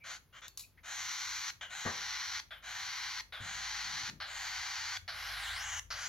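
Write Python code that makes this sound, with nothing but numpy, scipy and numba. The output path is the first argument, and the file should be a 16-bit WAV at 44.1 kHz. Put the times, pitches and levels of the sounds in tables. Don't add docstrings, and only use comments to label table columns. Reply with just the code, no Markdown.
import sys
import numpy as np
from scipy import signal
from scipy.fft import rfft, irfft
from scipy.io import wavfile
from scipy.ndimage import uniform_filter1d, map_coordinates
from numba import njit

SR = 44100
rng = np.random.default_rng(int(sys.argv[2]) if len(sys.argv) > 2 else 0)


def materialize(psi):
    bounded = np.clip(np.atleast_2d(psi).T, -1, 1)
    quanta = np.round(bounded * 32767).astype(np.int16)
    wavfile.write(sys.argv[1], SR, quanta)


N = 268172
T = np.arange(N) / SR


def undb(db):
    return 10 ** (np.asarray(db) / 20)


def unit(x):
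    return x / np.sqrt(np.mean(x ** 2))


def curves(rows):
    times, *columns = np.transpose(rows)
    return [np.interp(T, times, column) for column in columns]


def latest(rows):
    start, *columns = np.transpose(rows)
    which = np.maximum(np.searchsorted(start, T) - 1, 0)
    return [np.maximum(T - start[which], 0)] + [column[which] for column in columns]


def fade(start, t60):
    return (T >= start) * np.exp(-np.log(1000) * np.maximum(T - start, 0) / t60)


def colour(x, points, size=8192):
    hz, db = np.transpose(points)
    grid = np.maximum(np.arange(size // 2 + 1) * SR / size, 1)
    gain = undb(np.interp(np.log(grid), np.log(hz), db))
    cepstrum = irfft(np.log(gain))
    cepstrum[1:size // 2] *= 2
    cepstrum[size // 2 + 1:] = 0
    return signal.fftconvolve(x, irfft(np.exp(rfft(cepstrum))))[:len(x)]


@njit
def bandpass(x, hz, width):
    y, band, low = np.empty(len(x)), 0., 0.
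    for i in range(len(x)):
        g, damping = np.tan(np.pi * hz[i] / SR), width[i] / hz[i]
        v = (band + g * (x[i] + 1e-18 - low)) / (1 + g * (g + damping))
        band, low = 2 * v - band, low + 2 * g * v
        y[i] = damping * v
    return y


def resonance(x, hz, width_hz, order=2):
    for _ in range(order):
        x = bandpass(x, hz * np.ones(N), width_hz * np.ones(N))
    return unit(x)


def struck(blows, modes):
    ring = sum(undb(db) * fade(0, t60) * np.sin(2 * np.pi * hz * T) for hz, db, t60 in modes)
    taps = np.zeros(N)
    for start, db, *_ in blows:
        taps[int(start * SR)] += undb(db)
    return signal.fftconvolve(taps, ring)[:N]


def place(x, lag, pan_db):
    right = map_coordinates(x, [np.arange(N) - lag], order=3, mode="nearest")
    return np.array([x * undb(pan_db / 2), right * undb(-pan_db / 2)])


def room(x, wet_db, t60, first_s=0.000708):
    walls = [(100, -8.5), (700, -2.0), (2000, -1.5), (6000, -2.5), (14000, -4.0)]  # f/Hz, gain/dB
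    tails = [colour((rng.standard_normal(N) * fade(first_s, t60))[:SR // 2], walls) for _ in range(2)]
    return undb(wet_db) * np.array([signal.fftconvolve(x, h / np.linalg.norm(h))[:N] for h in tails])


def room_tone(db=-70, side_db=-9):
    # f/Hz, relative level/dB
    spectrum = [(25, -7), (70, 6.5), (130, 2), (250, -7), (500, -11.5), (1000, -14.5), (3000, -20),
                (6500, -26), (8300, -52), (10500, -21), (15000, -25)]
    mid, side = (unit(colour(rng.standard_normal(N), spectrum)) for _ in range(2))
    return undb(db) * (mid + undb(side_db) * side * np.array([[1], [-1]]))


def hum():
    # f/Hz, width/Hz, relative level/dB
    tones = [(50.5, 3.2, 0), (81.8, 14.4, -2.5), (100.5, 10, -8)]
    # t/s, level/dB
    swell = [(0.0, -72.5), (3.1, -68.5), (3.9, -65), (6.08, -55.5)]
    drone = sum(undb(db) * resonance(rng.standard_normal(N), hz, width) for hz, width, db in tones)
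    return unit(drone) * undb(curves(swell)[0])


def bedding():
    # t/s, level/dB
    shift = [(3.7, -85), (3.92, -62.5), (4.06, -60), (4.13, -54.5), (4.18, -61), (4.26, -88)]
    return resonance(rng.standard_normal(N), hz=146, width_hz=132) * undb(curves(shift)[0])


def knocks():
    # t/s, level/dB, t60/s, low-pass f/Hz
    blows = [(1.853, -37.5, 0.1, 1890), (1.861, -35.5, 0.1, 1700), (1.873, -42.5, 0.43, 1500),
             (3.402, -48.5, 0.25, 149), (3.421, -62, 0.79, 218.1), (3.55, -56.5, 0.45, 100)]
    # f/Hz, relative level/dB
    spectrum = [(35, -16), (60, -12), (90, 6.5), (130, -3.5), (180, 1), (300, -7.5), (450, -3), (620, -3),
                (1200, 1.5), (1500, -1.5), (1850, 8.5), (3000, -40)]
    # f/Hz, gain/dB, t60/s
    modes = [(99, -22, 0.16), (179, -13, 0.21), (241, -14, 0.15), (298, -17.5, 0.35), (434, -16, 0.14)]
    body = colour(rng.standard_normal(N), spectrum)
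    thuds = np.zeros(N)
    for start, db, t60, top_hz in blows:
        soft = signal.butter(3, top_hz, fs=SR, output="sos")
        thud = signal.sosfilt(soft, body * fade(start, t60))
        thuds += undb(db) * thud / np.std(signal.sosfilt(soft, body))
    return thuds + struck(blows, modes)


def clinks():
    # t/s, level/dB, t60/s
    taps = [(0.409, -57, 0.0093), (0.4815, -40, 0.013), (0.5741, -36.5, 0.033), (0.583, -54, 0.14),
            (0.594, -43.5, 0.097), (0.607, -50, .04), (0.619, -55, 0.21)]
    # f/Hz, relative level/dB
    spectrum = [(600, -53), (1100, -21), (1600, -27), (2700, -19.5), (3100, -21), (3850, -7.5), (4900, -12),
                (6000, -11.5), (7200, -7.5), (8500, -20), (10700, -9.5), (13000, -11), (15500, -15.5)]
    # f/Hz, gain/dB, t60/s
    modes = [(1110, -28, 0.085), (2666, -28, 0.19), (4420, -22, 0.33), (6300, -30, 0.16), (6800, -29, 0.13),
             (11300, -44, 0.17)]
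    contact = sum(undb(db) * fade(start, t60) for start, db, t60 in taps)
    return contact * unit(colour(rng.standard_normal(N), spectrum)) + struck(taps, modes)


def whistles(waver_hz=110):
    # t/s, length/s, start f/Hz, end f/Hz, level at half the peak amplitude/dB
    glides = [(0.0, 0.075, 2360, 2260, -61.5), (0.629, .028, 2560, 2380, -62),
              (2.396, 0.0064, 3475, 3280, -44), (2.572, 0.028, 12700, 11700, -68),
              (2.682, 0.15, 11400, 12500, -69), (4.35, 0.22, 12500, 14500, -67),
              (4.966, 0.0056, 3410, 3200, -40.5), (5.79, 0.0049, 3150, 3000, -45)]
    out = np.zeros(N)
    wobble = waver_hz * unit(uniform_filter1d(rng.standard_normal(N), size=60))
    for start, length, from_hz, to_hz, db in glides:
        along = np.clip((T - start) / length, 0, 1)
        hz = from_hz + (to_hz - from_hz) * along + wobble
        out += undb(db) * 2 * np.sin(np.pi * along) * np.sin(2 * np.pi * np.cumsum(hz) / SR)
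    return out


def syrinx(rate_hz, jitter, scatter_db):
    gap_draw, size_draw = rng.standard_normal((12000, 2)).T
    at = [0.]
    while at[-1] < N:
        now = int(at[-1])
        at.append(at[-1] + SR / rate_hz[now] * np.exp(jitter[now] * gap_draw[len(at)]))
    at = np.array(at[:-1])
    size = undb(scatter_db * size_draw[:len(at)]) / np.sqrt(rate_hz[at.astype(int)])
    taps = at.astype(int)[:, None] + np.arange(-3, 5)
    offset = taps - at[:, None]
    shape = np.sinc(offset) * np.sinc(offset / 4)
    pulses = np.bincount(np.clip(taps, 0, N - 1).ravel(), (size[:, None] * shape).ravel(), N)
    last = np.maximum(np.searchsorted(at, np.arange(N)) - 1, 0)
    return -unit(pulses), np.abs(T - at[last] / SR)


def chick(gate, db, throat_hz, throat_db, upper_db, mouth_hz, mouth_db,
          beak_hz, beak_db, hiss_db, sizzle_hz, sizzle_db):
    # level/dB, slap rate/Hz
    effort = [(-58, 500), (-49.5, 620), (-45.5, 690), (-43, 830)]
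    # f/Hz, relative gain/dB
    windpipe_response = [(250, -26), (520, -56.5), (800, -10.5), (1120, -6.5), (1400, 0.5), (1700, -2),
                         (2020, -0.5), (2350, -3.5), (2720, -7), (3150, -4.5), (3700, -10.5), (5000, -16.5),
                         (8000, -48)]
    # f/Hz, relative level/dB
    hiss_spectrum = [(4000, -25), (5300, 9), (6800, 12), (8500, 4.5), (9500, 11), (10500, 6.5),
                     (11500, 11.5), (12500, 3), (13500, 1), (15500, 0.5)]
    jitter = np.interp(db, [-48.5, -44.5], [.17, .36])
    pulses, since_s = syrinx(np.interp(db, *np.transpose(effort)), jitter, scatter_db=1.5)
    puffs, eddies = (unit(np.exp(-since_s / 0.0026) * rng.standard_normal(N)) for _ in range(2))
    source = pulses + .5 * puffs
    throat = undb(throat_db) * resonance(source, throat_hz, width_hz=480, order=3)
    upper_throat = undb(upper_db) * resonance(eddies, 2.202 * throat_hz, width_hz=620)
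    windpipe = unit(unit(colour(source, windpipe_response)) - throat + upper_throat)
    mouth_width = np.interp(mouth_hz, [3300, 4200], [1150, 1550])
    mouth = undb(mouth_db) * resonance(source / np.sqrt(mouth_width), mouth_hz, mouth_width, order=4)
    beak_width = np.interp(beak_hz, [5900, 6800], [1950, 2600])
    beak = undb(beak_db) * resonance(source / np.sqrt(beak_width), beak_hz, beak_width, order=4)
    jet = puffs + 0.7 * pulses
    sizzle = undb(sizzle_db) * resonance(eddies, sizzle_hz, width_hz=2800)
    hiss = unit(colour(jet, hiss_spectrum)) + sizzle
    hiss *= undb(hiss_db) / np.hypot(1, undb(sizzle_db))
    return np.array([windpipe + mouth + beak, hiss]) * undb(db) * gate


def gasps(attack_s=.0005, hold_s=.022, sink_s=0.039, sink_hz=220):
    # t/s, level/dB, fade/(dB/s), mouth f/Hz, mouth gain/dB, beak f/Hz, beak gain/dB, hiss gain/dB
    gulps = [(1.610, -45.5, 240, 3145, -1.5, 6500, -12, -29), (2.507, -49, 230, 3300, -2, 5700, -37, -22),
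             (3.323, -46, 85, 3500, -2, 5400, -21, -21.5), (4.201, -43, 150.5, 4083, -3.5, 5500, -14, -27),
             (5.078, -44, 199, 4200, -1.5, 5400, -8.5, -21), (5.904, -43, 216.5, 4540, -2, 5870, -5, -21)]
    age, db, fade_db_per_s, mouth_hz, mouth_db, beak_hz, beak_db, hiss_db = latest(gulps)
    gate = np.minimum(age / attack_s, 1)
    fading_s = np.maximum(age - hold_s, 0)
    sunk = np.minimum(fading_s / sink_s, 1)
    return chick(gate, db - fade_db_per_s * fading_s, throat_hz=702, throat_db=-13, upper_db=-2,
                 mouth_hz=mouth_hz - sink_hz * sunk, mouth_db=mouth_db,
                 beak_hz=beak_hz, beak_db=beak_db, hiss_db=hiss_db, sizzle_hz=11300, sizzle_db=5)


def rasps(gape_s=.11, beak_late_s=0.046, settle_s=0.28, catch_s=.004, catch_db=3.5):
    # start t/s, end t/s, full level/dB, attack/s, release/s, open throat f/Hz,
    # open mouth f/Hz, mouth gain/dB, settled beak f/Hz, beak sag/Hz, beak gain/dB, hiss gain/dB,
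    # sizzle f/Hz, sizzle against hiss/dB
    strokes = [(0.036, 0.19, -45.5, 0.012, 0.066, 693, 4624, -1, 6150, 4, -3, -20.5, 10700, 3),
               (0.322, 0.408, -51.5, 0.024, 0.02, 702, 3400, -2, 6350, -14, -9.5, -28, 11000, -10),
               (0.416, 0.484, -50, 0.0029, 0.027, 705, 4004, 3.5, 6070, 0, -1, -28.5, 11000, -17),
               (0.773, 0.812, -60.5, 0.0059, 0.036, 950, 2600, 11, 6200, -4, -20, -26, 11000, -6),
               (0.830, 1.510, -44.5, 0.027, 0.0058, 934, 4260, -1.5, 5860, 450, -1.5, -18.5, 12150, 2),
               (1.694, 2.402, -44.5, 0.011, 0.001, 910, 4220, -1.5, 5690, 952, -3.5, -21, 12400, 0.5),
               (2.620, 3.212, -44.5, 0.022, 0.0035, 932, 4342, -1.5, 5749, 550, -6, -21, 12300, -1),
               (3.395, 4.100, -44, 0.023, 0.0023, 863, 4330, -1.5, 5850, 800, -5, -21.5, 12000, -3),
               (4.255, 4.975, -43.5, 0.028, 0.0019, 863, 4530, -2.5, 5980, 900, -6.5, -21.5, 12500, -1.5),
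               (5.115, 5.797, -43, 0.021, 0.0011, 775, 4260, -4, 5400, -23, -8.5, -18, 11600, 6),
               (5.935, 6.100, -43, 0.022, .002, 770, 4850, -2.5, 6700, -600, -2, -18, 11500, -1)]
    # t/s, mouth f ratio, mouth lift/dB, beak f ratio, beak lift/dB, hiss lift/dB, sizzle lift/dB
    stretch = [(5.27, 0.96, 0, 1.04, 1, 1.5, -4), (5.38, .88, 1.5, 0.93, -1.5, 2.5, -5),
               (5.47, 0.82, -8, 0.54, 6, 5.5, -9), (5.54, 0.81, -9, 0.67, 4, 2.5, -5),
               (5.595, 0.61, -10, 0.97, 5, 3, -9), (5.65, 0.66, -12, 1.245, 4.5, -5, -23),
               (5.79, 0.65, -6, 1.16, 9, 3.5, -25), (5.88, 1, -0.5, 1, 0.5, 0, 0)]
    (age, end, db, attack, release, throat_hz, mouth_hz, mouth_db,
     beak_hz, sag_hz, beak_db, hiss_db, sizzle_hz, sizzle_db) = latest(strokes)
    mouth_bend, mouth_lift, beak_bend, beak_lift, hiss_lift, sizzle_lift = curves(stretch)
    shut = np.exp(-age / gape_s)
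    late = np.exp(-age / beak_late_s)
    unsettled = np.maximum(1 - age / settle_s, 0)
    catch = undb(catch_db * (T > end - catch_s))
    gate = (1 - np.exp(-age / attack)) * np.clip((end - T) / release, 0, 1) * catch
    return chick(gate, db - 3.5 * shut,
                 throat_hz=throat_hz + (618 - throat_hz) * shut, throat_db=-17, upper_db=-6,
                 mouth_hz=(mouth_hz - 667 * shut) * mouth_bend,
                 mouth_db=mouth_db - 8 * shut + mouth_lift,
                 beak_hz=(beak_hz + sag_hz * unsettled) * beak_bend,
                 beak_db=beak_db - 10.5 * late + beak_lift,
                 hiss_db=hiss_db + hiss_lift,
                 sizzle_hz=(sizzle_hz + (10400 - sizzle_hz) * shut) * beak_bend,
                 sizzle_db=sizzle_db + sizzle_lift)


def scene():
    # t/s, lag of the right side/samples, left minus right/dB
    head = [(0, 1.24, 2), (4.9, 1.3, 2), (5.4, 0.33, 0.5), (5.8, -1.14, 2.5)]
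    voice, hiss = rasps() + gasps()
    near = voice + whistles() + clinks()
    knock = knocks()
    direct = place(near + hiss, *curves(head))
    direct += place(knock, lag=5.4, pan_db=5.0)
    direct += place(hum() + bedding(), lag=1.4, pan_db=6.0)
    close_wall = room(near + knock, wet_db=-10.8, t60=.07)
    far_walls = room(near + knock, wet_db=-11.0, t60=0.26)
    thrown_hiss = room(hiss, wet_db=0.5, t60=0.24)
    return direct + close_wall + far_walls + thrown_hiss + room_tone()


def record(dry):
    top_hz = 15800
    return signal.sosfilt(signal.ellip(8, .2, 70, top_hz, fs=SR, output="sos"), dry)


dry = scene()
out = record(dry)
materialize(out)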